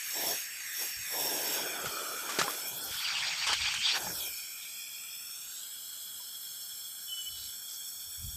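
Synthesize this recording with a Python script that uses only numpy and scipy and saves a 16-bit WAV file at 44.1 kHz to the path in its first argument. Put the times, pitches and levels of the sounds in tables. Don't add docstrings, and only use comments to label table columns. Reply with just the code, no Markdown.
import sys
import numpy as np
from scipy import signal
from scipy.io import wavfile
from scipy.ndimage import uniform_filter1d

SR = 44100
rng = np.random.default_rng(int(sys.argv[2]) if len(sys.argv) > 2 else 0)


def voltage_ratio(level):
    return 10 ** (np.asarray(level, float) / 20)


def store_wav(level_fs):
    pcm = np.round(np.clip(np.atleast_2d(level_fs), -1, 1) * 32767)
    wavfile.write(sys.argv[1], SR, pcm.T.astype(np.int16))


N = 368676
SLOW_FADE_DB_PER_S = 300


def evened(x):
    return x / np.sqrt(np.mean(x ** 2) + 1e-20)


def columns(rows, t):
    s, *rest = np.transpose(rows)
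    return [np.interp(t, s, c) for c in rest]


def frame_grid(size):
    frame_s = np.arange(N // (size // 4) + 5) * (size // 4) / SR
    return frame_s, np.fft.rfftfreq(size, 1 / SR)[:, None]


def noise(magnitude):
    size = 2 * (len(magnitude) - 1)
    a, b = rng.standard_normal((magnitude.shape[1], len(magnitude), 2)).T
    overlap_gain = np.sqrt(3 / 2)
    spectra = magnitude * (a + 1j * b)
    return overlap_gain * signal.istft(spectra, nperseg=size, noverlap=size * 3 // 4)[1][:N]


def in_band(shape, hz, lo_hz, hi_hz):
    inside = (hz > lo_hz) & (hz < hi_hz)
    return shape / np.sqrt((shape ** 2 * inside).sum(0))


def peaks(modes, hz):
    return np.sqrt(sum(voltage_ratio(2 * db) / (1 + (2 * (hz - f) / w) ** 2) for f, w, db in modes))


def slope(points, hz):
    f, db = np.transpose(points)
    return voltage_ratio(np.interp(np.log(hz + 1), np.log(f + 1), db))


def flicker(shape, size, depth_db):
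    patches = rng.standard_normal(shape[::-1]).T
    smooth = uniform_filter1d(uniform_filter1d(patches, size[0], 0), size[1], 1)
    return voltage_ratio(depth_db * evened(smooth))


def swell(t, centre, half):
    return np.exp(-((t - centre) / half) ** 2)


def surging(t):
    # centre t/s, half length/s, level/dB, air column f/Hz, below 2 kHz rel. level/dB
    surges = [(2.944, 0.057, -47, 3240, 6), (3.028, 0.052, -42.5, 3420, 4), (3.096, .05, -40, 2080, 8),
              (3.165, 0.1, -42, 2800, 12), (3.28, 0.13, -38.5, 2440, 5), (3.441, .04, -37, 2450, 6.5),
              (3.513, 0.039, -37, 2880, 15), (3.57, .03, -42, 3080, -33), (3.651, 0.078, -36, 2420, 3),
              (3.733, 0.071, -41.5, 2960, 8), (3.836, .03, -37, 3120, -3), (3.894, 0.043, -33, 3440, 4.5),
              (3.959, 0.023, -35.5, 2600, 17), (4.05, 0.066, -48, 1680, 12)]
    centre, half, db, pitch, deep_db = np.transpose(surges)[:, :, None]
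    power = voltage_ratio(2 * db) * swell(t, centre, half) ** 2 + 1e-12
    total = power.sum(0)
    pitch_hz = (power * pitch).sum(0) / total
    return 10 * np.log10(total), pitch_hz, (power * deep_db).sum(0) / total


def hiss():
    # f/Hz, width/Hz, level/dB
    nozzle = [(1280, 230, -18), (2416, 136, -3.5), (3358, 158, -0.5), (4392, 170, -7.5), (4950, 130, -40),
              (5443, 167, 2), (6470, 233, -4.5), (7667, 215, -6.5), (8110, 270, -8), (8740, 170, -12.5),
              (10010, 77, 1.5), (11100, 280, -0.5), (11990, 210, 5.5), (12970, 130, 4.5), (12500, 140, -2),
              (13800, 88, -1), (14590, 230, -1)]
    # t/s, f/Hz, level/dB
    hollow_ring = [(0, 1720, -10), (1.2, 1690, -11.5), (1.7, 1460, -6), (2.0, 1296, 5.5), (2.4, 1430, -1.5),
                   (4.4, 1490, -8), (5.0, 1370, -12), (5.7, 1520, -3.5), (8.36, 1560, 3.5)]
    # t/s, gain/dB
    aim = [(0, 0.5), (.29, 11), (.5, -3), (.71, 0.5), (.82, 8.5), (.98, -1), (1.1, 5), (1.2, 9),
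           (1.37, 7.5), (1.54, 9), (1.68, 2), (2.35, 1.5), (2.5, 2.5), (3.0, 1), (3.95, 1), (4.22, 6.5),
           (4.5, -2.26), (8.36, -0.2)]
    # t/s, level/dB
    wash = [(0, -45), (1.2, -45.5), (1.75, -42.5), (2.4, -43.5), (2.8, -53), (4.2, -51.5), (5.1, -52.5),
            (5.7, -62.5), (8.36, -64)]
    # t/s, delay/ms, strength 0-1
    box_echo = [(.05, .46, 0.4), (.22, 0.52, 0.1), (.54, 0.41, 0.4), (.7, 0.5, 0.6), (.85, .5, 0),
                (.94, 0.383, 0.4), (1.08, 0.53, 0.5), (1.4, 0.57, 0), (1.85, .62, 0.58), (2.17, 0.72, 0.25),
                (2.58, 0.41, 0), (2.84, .2, .95), (4.02, .11, .95), (4.13, .18, .95), (4.36, 0.43, 0.47),
                (5.15, .37, 0.37), (5.55, 0.26, 0.5), (8.3, 0.23, 0.04)]
    # t/s, delay/ms, strength 0-1
    ground_echo = [(.05, 1.05, .55), (1.15, 1.06, .7), (1.65, 1.04, .4), (1.8, 1.55, .45), (1.95, 1.65, .7),
                   (2.2, 1.75, .45), (2.6, 1.36, .45), (2.82, 1.18, .65), (4.1, 1.2, .3), (4.3, 1.32, .5),
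                   (4.75, 1.2, .85), (5.1, 1.165, .97), (5.58, 1.055, .93), (5.66, .985, .97),
                   (6.7, .96, .95), (8.3, .885, .92)]
    t, hz = frame_grid(size=1024)
    aim_db, low_db = columns(aim, t)[0], columns(wash, t)[0]

    enter_s, leave_s, hide_s = 3.05, 3.94, 0.04
    hidden = np.clip(np.minimum(t - enter_s, leave_s - t) / hide_s + 0.5, 0, 1)
    flame_off_db = -45.5
    cone_db = flame_off_db + 0.82 * aim_db + 0.11 * (low_db - wash[0][1])
    jet_db = -47.5 + 0.57 * aim_db
    shade_db = -7.5 - 0.52 * (surging(t)[0] - flame_off_db)
    top_db = -47 + aim_db + hidden * shade_db

    soften_hz, treble_echo = 6700, 0.09
    kept = treble_echo + (1 - treble_echo) / np.sqrt(1 + (hz / soften_hz) ** 14)
    box, ground = (1 + kept * share * np.exp(-2j * np.pi * hz * ms / 1000)
                   for ms, share in (columns(box_echo, t), columns(ground_echo, t)))
    comb = abs(box * ground)
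    ring_hz, ring_db = columns(hollow_ring, t)
    hollow = voltage_ratio(ring_db) / (1 + (2 * (hz - ring_hz) / 330) ** 2)
    shape = np.hypot(peaks(nozzle, hz) * comb, hollow)

    bands_hz = [(1200, 2900), (3000, 7000), (6800, 9500), (9500, 15500)]
    level_db = np.array([low_db, cone_db, jet_db, top_db])
    own_db = np.array([20 * np.log10(shape[-1] / in_band(shape, hz, *band)[-1]) for band in bands_hz])
    place = np.interp(hz, [2400, 3300, 6300, 7400, 9000, 9900], [0, 1, 1, 2, 2, 3])
    blend = np.maximum(1 - abs(place - np.arange(len(bands_hz))), 0)
    low_cut = np.sqrt(1 + (1200 / (hz + 1)) ** 12)
    field = shape * voltage_ratio(blend @ (level_db - own_db)) / low_cut
    broad = flicker(field.shape, size=(220, 6), depth_db=0.32)
    return noise(field * broad * flicker(field.shape, size=(6, 10), depth_db=2.0))


def roar():
    # f/Hz, level/(dB per Hz)
    roar_shape = [(53, -41), (90, -46), (344, -5.5), (509, -6.5), (556, -5), (940, -7), (1080, -15.5),
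                  (1160, -33), (1300, -23), (1690, -47), (2860, -120)]
    # start t/s, end t/s, start level/dB, end level/dB, start brightness/dB
    bursts = [
        (0.157, 0.312, -51.5, -43, 3),
        (0.816, 0.856, -51, -59, 0.5),
        (1.141, 1.682, -46.5, -45, 3.5),
        (1.722, 2.173, -47.5, -51, -1),
        (2.232, 2.54, -50, -48, -1),
        (2.58, 2.9, -57, -55.5, 2),
        (3.165, 3.19, -70, -65, -12),
        (3.27, 3.31, -64.5, -69, 17),
        (3.51, 3.524, -55, -57, -12),
        (3.95, 4.28, -52.5, -60, 5.5),
    ]
    snap_db_per_s, dull_db_per_s = 513, 18.5
    ember_db, roar_end_s = -78, 4.5
    t, hz = frame_grid(size=512)
    start, end, start_db, end_db, bright_db = np.transpose(bursts)[:, :, None]
    held = np.clip(t, start, end) - start
    level_db = start_db + (end_db - start_db) * held / (end - start)
    level_db = level_db - snap_db_per_s * np.maximum(start - t, 0)
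    level_db = level_db - SLOW_FADE_DB_PER_S * np.maximum(t - end, 0)

    shape = slope(roar_shape, hz)
    share = np.clip((hz - 560) / 180, 0, 1)
    ember = voltage_ratio(2 * ember_db) * (t < roar_end_s)
    low = in_band(shape, hz, 200, 650) * np.sqrt(voltage_ratio(2 * level_db).sum(0) + ember)
    bright = voltage_ratio(2 * (level_db + bright_db - dull_db_per_s * held)).sum(0)
    high = in_band(shape, hz, 650, 1150) * np.sqrt(bright + ember)
    field = low * (1 - share) + high * share
    return noise(field * flicker(field.shape, size=(3, 9), depth_db=2.0))


def bore():
    # f/Hz, width/Hz, level/dB
    bore_modes = [(890, 19, 8), (1090, 35, -18), (2390, 410, 11.5), (3420, 310, -1), (4630, 350, 4),
                  (5570, 60, 6), (6800, 64, -3.5)]
    bright_db_per_khz, even_hz = 3.5, 2340
    t, hz = frame_grid(size=512)
    level_db, pitch_hz, deep_db = surging(t)
    bright_db = bright_db_per_khz * (pitch_hz - even_hz) / 1e3
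    column = voltage_ratio(9.0) / (1 + (2 * (hz - pitch_hz) / 750) ** 2)
    deep = voltage_ratio(deep_db * np.clip((2100 - hz) / 500, 0, 1))
    band_limit = np.sqrt((1 + (800 / (hz + 1)) ** 8) * (1 + (hz / 6800) ** 10))
    shape = deep * np.hypot(peaks(bore_modes, hz), column) / band_limit

    low = in_band(shape, hz, 1000, 3240)
    high = in_band(shape, hz, 3360, 7000) * voltage_ratio(bright_db)
    share = np.clip((hz - 2700) / 600, 0, 1)
    field = (low * (1 - share) + high * share) * voltage_ratio(level_db)
    broad = flicker(field.shape, size=(90, 2), depth_db=0.8)
    return noise(field * broad * flicker(field.shape, size=(6, 10), depth_db=3.2))


def knocks():
    # t/s, peak level/dB, body f/Hz, rattle rel. level/dB, t60/s
    hits = [(1.845, -28.5, 530, -6, 0.023), (1.858, -28, 1446, 5.5, 0.039), (2.291, -33.5, 1165, 9.5, 0.13),
            (2.387, -19.5, 400, 8, 0.031), (2.392, -22, 1540, 3, 0.028), (2.401, -26.5, 1720, 0, 0.073),
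            (2.414, -13, 1276, -2.5, 0.02), (2.426, -33, 1443, 2, 0.14), (2.443, -33.5, 814, -5, 0.14),
            (2.48, -20.5, 1050, -27, 0.028), (2.497, -32.5, 1184, 6, 0.054), (2.849, -43, 788, -12, 0.14),
            (3.468, -33, 1090, 16.5, 0.054), (3.49, -39, 1340, 9, 0.046), (3.496, -26, 843, 1, 0.026),
            (3.515, -44, 1750, -13, 0.045), (3.53, -24, 890, 15, 0.011), (3.547, -36, 1590, -10, 0.08),
            (3.739, -33.5, 1600, 17, 0.019), (3.951, -37, 950, 1, 0.046), (4.069, -28.5, 850, -17, 0.041),
            (6.2, -52, 988, -9, 0.12)]
    out, t = np.zeros(N + SR), np.arange(SR // 5) / SR
    grit_band = signal.butter(3, [900, 7500], "band", fs=SR, output="sos")
    for s, db, hz, rattle_db, t60 in hits:
        grain = rng.standard_normal(len(t))
        grain_db = 4.4 * uniform_filter1d(rng.standard_normal(len(t)), 40) * np.sqrt(40)
        rattle = evened(signal.sosfilt(grit_band, grain * voltage_ratio(grain_db)))
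        rattle = rattle * voltage_ratio(rattle_db - 14.0 - 60 * t / (5.2 * t60))
        partials = [(0.55, 0.24), (1, 0.83), (1.47, 0.3)]
        body = sum(g * np.sin(2 * np.pi * hz * r * t) for r, g in partials)
        attack = np.minimum(t / 0.0004, 1)
        out[round(s * SR):][:len(t)] += voltage_ratio(db) * (body * voltage_ratio(-60 * t / t60) + rattle) * attack
    return signal.sosfilt(signal.butter(3, 170, "high", fs=SR, output="sos"), out[:N])


def squeak():
    # centre t/s, level/dB, half length/s, f/Hz
    swells = [
        (7.099, -43.5, 0.02, 3026),
        (7.132, -36.5, 0.019, 3010),
        (7.181, -42, 0.032, 2990),
        (7.211, -44, 0.031, 2990),
        (7.245, -61, .02, 2950),
        (7.276, -39, 0.022, 3000),
        (7.335, -49, 0.031, 3016),
        (7.392, -55, 0.051, 2976),
        (7.477, -57.5, 0.069, 3020),
    ]
    t, out = np.arange(N) / SR, np.zeros(N)
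    turns = np.cumsum(columns([(s, hz) for s, db, half, hz in swells], t)[0]) / SR
    for s, db, half, hz in swells:
        out += voltage_ratio(db) * np.cos(np.pi / 2 * np.clip((t - s) / (1.42 * half), -1, 1)) ** 2
    tone = np.sin(2 * np.pi * turns) + voltage_ratio(-28) * np.sin(4 * np.pi * turns)
    return np.sqrt(2) * out * tone


def rustle():
    # centre t/s, level/dB, half length/s, f/Hz
    puffs = [
        (2.5, -42, 0.019, 12500),
        (2.58, -47, .03, 12500),
        (2.683, -40.5, 0.02, 12500),
        (2.772, -43.5, 0.021, 12500),
        (2.847, -38, 0.013, 12500),
        (2.944, -48, 0.016, 12500),
        (4.64, -52, 0.051, 3500),
        (7.423, -48.5, 0.08, 4220),
        (7.73, -49, 0.046, 5640),
    ]
    t, hz = frame_grid(size=256)
    field = sum(voltage_ratio(db) * in_band(peaks([(f, 0.27 * f, 0)], hz) ** 2, hz, 0, SR) * swell(t, s, half)
                for s, db, half, f in puffs)
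    return noise(field * flicker(field.shape, size=(40, 3), depth_db=3.5))


def wind():
    # centre t/s, half length/s, level/dB, 110-220 Hz rel. level/dB
    gust_rows = [(0.27, 0.054, -69, 8), (0.994, 0.023, -56, -31), (1.233, .04, -70, -7),
                 (1.55, 0.38, -90.5, 22.5), (1.867, 0.027, -58, 6.5), (2.424, 0.018, -62, 15),
                 (2.8, 0.13, -86, 22.5), (2.929, 0.036, -61, -7), (3.233, .15, -69, 1),
                 (3.6, 0.11, -55, -14), (3.78, 0.054, -68, 5), (4.07, 0.063, -59.5, 5),
                 (4.22, .1, -67, -16), (7.388, .11, -65.5, -19), (8.075, 0.049, -65.5, -30.5),
                 (8.255, 0.045, -43.5, -14.5), (8.36, 0.025, -44, -16)]
    # f/Hz, level/(dB per Hz)
    yard_shape = [(18, -19), (30, -13), (81, -33), (193, 6), (555, 1.5), (670, 7), (919, 5), (1200, 3),
                  (1300, 9), (1690, 28), (2860, -120)]
    yard_db, calm_db, calm_high_db = -72, -80.5, 0.5
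    t, hz = frame_grid(size=2048)
    centre, half, db, high_db = np.transpose(gust_rows)[:, :, None]
    push = voltage_ratio(db) * swell(t, centre, half)
    low_push = push.sum(0) + voltage_ratio(calm_db)
    high_push = (push * voltage_ratio(high_db)).sum(0) + voltage_ratio(calm_db + calm_high_db)
    low = in_band(slope([(20, -34), (45, -4.0), (75, 6), (110, -3.5), (140, -57.0)], hz), hz, 35, 110)
    high = in_band(slope([(90, -50), (125, 15), (200, 10), (300, -8), (500, -64)], hz), hz, 110, 220)
    gusts = np.hypot(low * (hz < 400) * low_push, high * high_push)
    yard = in_band(slope(yard_shape, hz) * (hz < 1400), hz, 30, 860) * voltage_ratio(yard_db)
    return noise(np.hypot(gusts * flicker(gusts.shape, size=(3, 2), depth_db=-3.5), yard))


def scene():
    mono = hiss() + roar() + bore() + knocks() + squeak() + rustle() + wind()
    return np.array([mono, mono])


def low_pass(x):
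    return signal.sosfilt(signal.butter(12, 16130, fs=SR, output="sos"), x)


def record(dry):
    self_noise_db, edge_hz = -61, 15540
    hissy = dry + voltage_ratio(self_noise_db) * evened(np.diff(rng.standard_normal(N + 2), n=2))
    limit = signal.firwin(511, edge_hz, window=("kaiser", 9), fs=SR)
    mix = signal.oaconvolve(hissy, limit[None], "same", axes=1)
    return low_pass(mix)


dry = scene()
out = record(dry)
store_wav(out)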